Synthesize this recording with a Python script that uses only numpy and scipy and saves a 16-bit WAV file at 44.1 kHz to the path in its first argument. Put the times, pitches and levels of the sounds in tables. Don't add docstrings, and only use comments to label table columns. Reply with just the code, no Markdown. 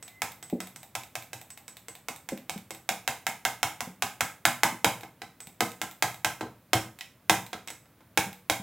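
import sys
import numpy as np
from scipy import signal
from scipy.fft import rfft, irfft
from scipy.io import wavfile

SR = 44100
rng = np.random.default_rng(int(sys.argv[2]) if len(sys.argv) > 2 else 0)


def int16_out(signal):
    q = np.round(np.clip(np.atleast_2d(signal).T, -1, 1) * 32767)
    wavfile.write(sys.argv[1], SR, q.astype(np.int16))


N = 380141
T = np.arange(int(.16 * SR)) / SR


def amp(db):
    return 10 ** (np.asarray(db) / 20)


def read(points, hz):
    f, value = np.transpose(points)
    return np.interp(np.log(np.maximum(hz, 1)), np.log(f), value)


def bins(x):
    return np.fft.rfftfreq(len(x), 1 / SR)


def colour(x, points):
    return irfft(rfft(x) * amp(read(points, bins(x))), len(x))


def burst(x, db):
    rms_over_10ms = np.sqrt(np.sum(x ** 2) * 100 / SR)
    return x * amp(db) / rms_over_10ms


def add(out, s, x):
    i = max(int(s * SR), 0)
    room_left = max(len(out) - i, 0)
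    out[i:i + len(x)] += x[:room_left]


def fade(t, t60):
    return np.exp(-np.log(1000) * t / t60)


def resonances(table, scatter_db, detune):
    hz, width, db = np.transpose(table)[:, :, None]
    size, shift = rng.standard_normal((2, len(table), 1))
    hz = hz * (1 + detune * shift)
    db = db + scatter_db * size
    f = np.maximum(bins(T), 1)
    off_centre = (f ** 2 - hz ** 2) / (f * width)
    return np.sum(amp(db) ** 2 / (1 + off_centre ** 2), axis=0)


def strike(parts, t60):
    power = sum(amp(db) ** 2 * response / response.mean() for response, db in parts)
    chatter_phase = np.angle(rfft(rng.standard_normal(len(T)) * fade(T, t60)))
    cepstrum = irfft(np.log(power) / 2, len(T))
    cepstrum[1:] *= 2 * (T[1:] < T[-1] / 2)
    body = np.exp(rfft(cepstrum) + 1j * chatter_phase)
    sound = irfft(body, len(T))[:len(T) // 2]
    return burst(sound, 10 * np.log10(power.mean()))


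def ring(modes, scatter_db, detune, contact_s):
    hz, db, t60 = np.transpose(modes)[:, :, None]
    size, shift, phase = rng.standard_normal((3, len(modes), 1))
    waves = np.sin(2 * np.pi * (hz * (1 + detune * shift) * T + phase))
    mix = np.sum(amp(db + scatter_db * size) * fade(T, t60) * waves, axis=0)
    return mix * (1 - np.exp(-(T / contact_s) ** 2))


# frequency in Hz, level in dB.
CRACK_SPECTRUM = [(300, -18.5), (1500, 6), (3300, 2), (4400, 0.5), (5500, 4), (7000, 6.5), (8500, 3.5),
                  (10000, 0), (11200, 1.5), (13000, -1), (15500, -3)]


def crack():
    return amp(read(CRACK_SPECTRUM, bins(T))) ** 2


# frequency in Hz, width in Hz, relative level in dB.
DESK_RESONANCES = [(311.5, 38, 3), (474, 99, 2.5)]
SHELL_RESONANCES = [(743, 130, -1.5), (797, 146, 1), (994, 78, -5), (1328, 57, -1.5), (1578, 104, 0.5)]
BUTTON_RESONANCES = [(2122, 150, 4), (2516, 260, -1.5), (3200, 250, -4.5), (3710, 180, -4),
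                     (5200, 280, -10), (7170, 220, -14.5)]
# frequency in Hz, relative level in dB, t60 in seconds.
BOOM_MODES = [(75, -19.5, 0.023), (112, -4, 0.088), (130, 6, 0.034), (183, 4.5, 0.041), (245, -2.5, 0.048)]
BOOM_DB = -4.5


def blow(desk_db, shell_db, button_db, crack_db):
    out = np.zeros(2 * len(T))
    tables = (DESK_RESONANCES, SHELL_RESONANCES, BUTTON_RESONANCES)
    bodies = [resonances(table, scatter_db=2.0, detune=0.022) for table in tables] + [crack()]
    levels_db = (desk_db, shell_db, button_db, crack_db)
    dullness_db = np.clip(shell_db - crack_db, 0, 12)
    touch_s = 0.014 * amp(0.68 * dullness_db)
    add(out, 0, strike(zip(bodies, levels_db), t60=touch_s))
    boom = ring(BOOM_MODES, scatter_db=3.0, detune=0.056, contact_s=0.007)
    add(out, .012, burst(boom, (desk_db + shell_db) / 2 + BOOM_DB))
    return out


# start in seconds, force in dB, desk knock in dB above the force.
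TAPS_ON_BUTTON = [(0.0264, -56, -6), (.219, -30.5, -14.5), (.427, -52, -6), (0.6035, -41.5, -12),
                  (0.7605, -53, -10), (0.9522, -35, -16.5), (1.1541, -37, -15), (1.332, -42.5, -6),
                  (1.5035, -60, -17), (1.68, -53, -9), (1.8839, -49.5, -2.5), (2.0847, -37, -9),
                  (2.2888, -40.5, -14), (2.4957, -36, -11.5), (2.7067, -44, -1), (2.8905, -28, -19),
                  (3.077, -28.5, -17), (3.267, -29, -19.5), (3.4512, -26, -22.5), (3.6302, -25.5, -18),
                  (3.8063, -35, -12.5), (4.0225, -27.5, -18.5), (4.2075, -26, -15), (4.4528, -20, -15),
                  (4.6335, -20.5, -16.5), (4.845, -21, -7.5), (5.4042, -54, -9), (5.6062, -26, -5.5),
                  (5.816, -33, -12.5), (6.0241, -24, -15.5), (6.2466, -25.5, -15), (6.7327, -22.5, -3.5),
                  (7.2965, -18.5, -10.5), (7.6747, -48, -10), (7.7028, -47.5, -7), (8.1748, -22, -10),
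                  (8.498, -24.5, -10.5)]
# frequency in Hz, relative level in dB, t60 in seconds.
SPRING_MODES = [(7780, -2, .09), (7900, 0, .11), (8040, -1, .11), (8200, -2, .1)]
# force in dB, change of spring level in dB.
SPRING_DAMPING_BY_FORCE = [(-43, -1.5), (-32, -6)]
MIDDLING_DB, CRACK_DB, CRACK_GROWTH = -30, -30.5, 0.8
TICK_DB, SPRING_DB = -48.5, -44.5
BUTTON_LEAD_DB, BUTTON_LEAD_SLOPE = .5, -.1


def presses():
    out = np.zeros(N)
    for s, force_db, desk_db in TAPS_ON_BUTTON:
        above_middling_db = force_db - MIDDLING_DB
        contact_db = CRACK_DB + CRACK_GROWTH * above_middling_db
        crack_db = 20 * np.log10(np.hypot(amp(contact_db), amp(TICK_DB)))
        spring_db = SPRING_DB + np.interp(force_db, *np.transpose(SPRING_DAMPING_BY_FORCE))
        lead_db = BUTTON_LEAD_DB + BUTTON_LEAD_SLOPE * above_middling_db
        add(out, s, blow(force_db + desk_db, force_db - lead_db / 2, force_db + lead_db / 2, crack_db))
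        spring = ring(SPRING_MODES, scatter_db=5.0, detune=0.0011, contact_s=0.00021)
        add(out, s, burst(spring, spring_db))
    return out


RELEASE_TIMES = [0.0793, .3188, 0.4993, .671, 0.831, 1.0347, 1.2238, 1.4136, 1.5746, 1.7688, 1.9524, 2.161,
                 2.3754, 2.578, 2.748, 5.0087, 5.4709, 5.7175, 5.912, 6.144, 6.988, 7.465, 8.3295]
# frequency in Hz, width in Hz, relative level in dB.
RETURN_RESONANCES = [(780, 140, 5), (2230, 770, 2), (3710, 370, 2), (7950, 1400, -2), (12640, 600, -2),
                     (14250, 800, -2), (15400, 600, -8)]
RELEASE_DB = -47


def releases():
    out = np.zeros(N)
    plastic = crack()
    for s in RELEASE_TIMES:
        switch = resonances(RETURN_RESONANCES, scatter_db=2.0, detune=.012)
        add(out, s, strike([(switch, RELEASE_DB), (plastic, RELEASE_DB - 15)], t60=0.017))
    return out


# start in seconds, level in dB, hardness of the contact in dB.
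HAND_KNOCKS = [(5.033, -45, -0.5), (5.2181, -41, 2.5), (6.4091, -38, -5.5), (7.0092, -44, 17.5),
               (7.5304, -36.5, 0.5), (7.683, -45, 14), (7.8565, -65.5, -1), (8.0062, -62.5, -3)]
# dB above the knock's level, dB per dB of hardness.
KNOCK_ANSWERS = [(-6, -1.87), (0.5, -0.61), (-1, 0.4133), (-8.5, 0.32)]


def knocks():
    out = np.zeros(N)
    part_db, slope = np.transpose(KNOCK_ANSWERS)
    for s, db, hardness_db in HAND_KNOCKS:
        levels_db = db + part_db + slope * hardness_db
        add(out, s, blow(*levels_db))
    return out


# start in seconds, level in dB, tilt of all modes above the lowest in dB.
SOFT_BUMPS = [(.526, -23, 6.5), (2.32, -28.5, 8), (2.557, -35.5, -4), (3.871, -37.5, -2), (4.721, -39, 3.5),
              (5.47, -48, -6), (8.263, -39, -1), (8.595, -37, -10)]
# frequency in Hz, relative level in dB, t60 in seconds.
BUMP_MODES = [(188, 0.5, 0.083), (229.6, -4.5, 0.071), (311, 3, 0.027), (429, -7, 0.039), (542, -5, 0.037),
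              (765, -13, 0.03)]


def bumps():
    out = np.zeros(N)
    for s, db, upper_db in SOFT_BUMPS:
        modes = [(hz, mode_db + upper_db * (k > 0), t60) for k, (hz, mode_db, t60) in enumerate(BUMP_MODES)]
        contact = ring(modes, scatter_db=1.0, detune=0.02, contact_s=0.0034)
        add(out, s, burst(contact, db))
        push = ring(modes, scatter_db=2, detune=.03, contact_s=.003)
        add(out, s + 0.026, burst(push * fade(T, 0.061), db - 11.5))
    return out


# frequency in Hz, relative level in dB, t60 in seconds.
STANDING_WAVES = [(120.3, -7.5, 0.27), (186, -8.5, 0.52), (243.3, -5, 0.32), (323.8, 3, 0.26),
                  (484, -9, 0.51), (720, -8.5, 0.15), (789, 1, 0.22), (919, -6.5, 0.39), (1027, 1, 0.28),
                  (1270, -7, 0.43), (1540, -3, .28), (2030, -3.5, 0.093)]
# frequency in Hz, level in dB.
TAIL_SPECTRUM = [(40, -5.5), (130, -1.5), (400, 2.5), (900, 3.5), (2000, -1), (4500, 0), (8000, 1),
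                 (15000, 1.5)]
# frequency in Hz, t60 in seconds.
TAIL_T60 = [(100, .45), (260, 0.34), (700, 0.29), (1840, 0.33), (4850, .29), (12800, 0.36)]


def room(tail_db, modes_db, echo_db, echo_s, build_s):
    t = np.arange(SR // 2) / SR
    noise = rfft(colour(rng.standard_normal(len(t)), TAIL_SPECTRUM))
    octave = np.log2(np.clip(bins(t), 2 ** 6, 2 ** 14))
    tail = 0
    for k in range(6, 15):
        band = irfft(noise * np.maximum(1 - abs(octave - k), 0), len(t))
        tail = tail + band * fade(t, read(TAIL_T60, 2 ** k))
    waves = 0
    for hz, db, t60 in STANDING_WAVES:
        waves = waves + amp(db) * fade(t, t60) * np.sin(2 * np.pi * (hz * t + rng.random()))
    response = amp(tail_db) * tail / np.linalg.norm(tail) + amp(modes_db) * waves / np.linalg.norm(waves)
    response = response * (1 - np.exp(-(t / build_s) ** 2))
    echo = rng.standard_normal(len(T)) * fade(T, 0.0053)
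    add(response, echo_s, amp(echo_db) * echo / np.linalg.norm(echo))
    return response


def reverberate(x, count):
    out = np.zeros(N)
    for span in np.array_split(np.arange(N), count):
        response = room(tail_db=-0.74, modes_db=-16.5, echo_db=-13.5, echo_s=.008, build_s=.002)
        add(out, span[0] / SR, signal.fftconvolve(x[span], response))
    return out


def thin_tone(hz, width_hz, db, t60):
    t = np.arange(SR) / SR
    narrow_band = np.exp(-((bins(t) - hz) / width_hz) ** 2)
    tone = irfft(rfft(rng.standard_normal(SR)) * narrow_band, SR)
    return np.pad(tone / np.std(tone) * amp(db) * fade(t, t60), (0, N - SR))


# frequency in Hz, relative level in dB.
HISS_SPECTRUM = [(15, -18), (25, -25), (48, -0.5), (114, 12), (317, 3), (384, -2), (624, -0.5), (775, -6),
                 (1130, -5.5), (2280, -10.5), (5000, -19), (7920, -20), (9570, -17.5), (16000, -13.5)]
HISS_DB = -60


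def hiss():
    x = colour(rng.standard_normal(N), HISS_SPECTRUM)
    return x / np.std(x) * amp(HISS_DB)


def scene():
    clicks = presses() + releases() + knocks()
    thuds = bumps()
    mid = clicks + thuds + reverberate(clicks + amp(-6.0) * thuds, count=12)
    mid = mid + hiss() + thin_tone(hz=2049, width_hz=9.6, db=-62.5, t60=3.6)
    return np.array([mid, mid])


# frequency in Hz, side signal as a share of the mid (left positive).
STEREO_LEAN = [(1900, -0.0042), (3000, -0.14), (4200, -.36), (5500, -0.54), (7200, -0.35), (8500, 0),
               (10000, .18), (12000, 0.16), (14000, 0)]
CEILING_DB = -.5
TOP_HZ = 16000


def record(dry):
    side = irfft(rfft(dry[0]) * read(STEREO_LEAN, bins(dry[0])), N)
    bass_cut = signal.butter(2, 50, "highpass", fs=SR, output="sos")
    stereo = signal.sosfilt(bass_cut, dry + np.array([side, -side]))
    stereo = stereo / (1 + (stereo / amp(CEILING_DB)) ** 6) ** (1 / 6)
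    treble_cut = signal.ellip(10, .2, 80, TOP_HZ, fs=SR, output="sos")
    return signal.sosfilt(treble_cut, stereo)


dry = scene()
out = record(dry)
int16_out(out)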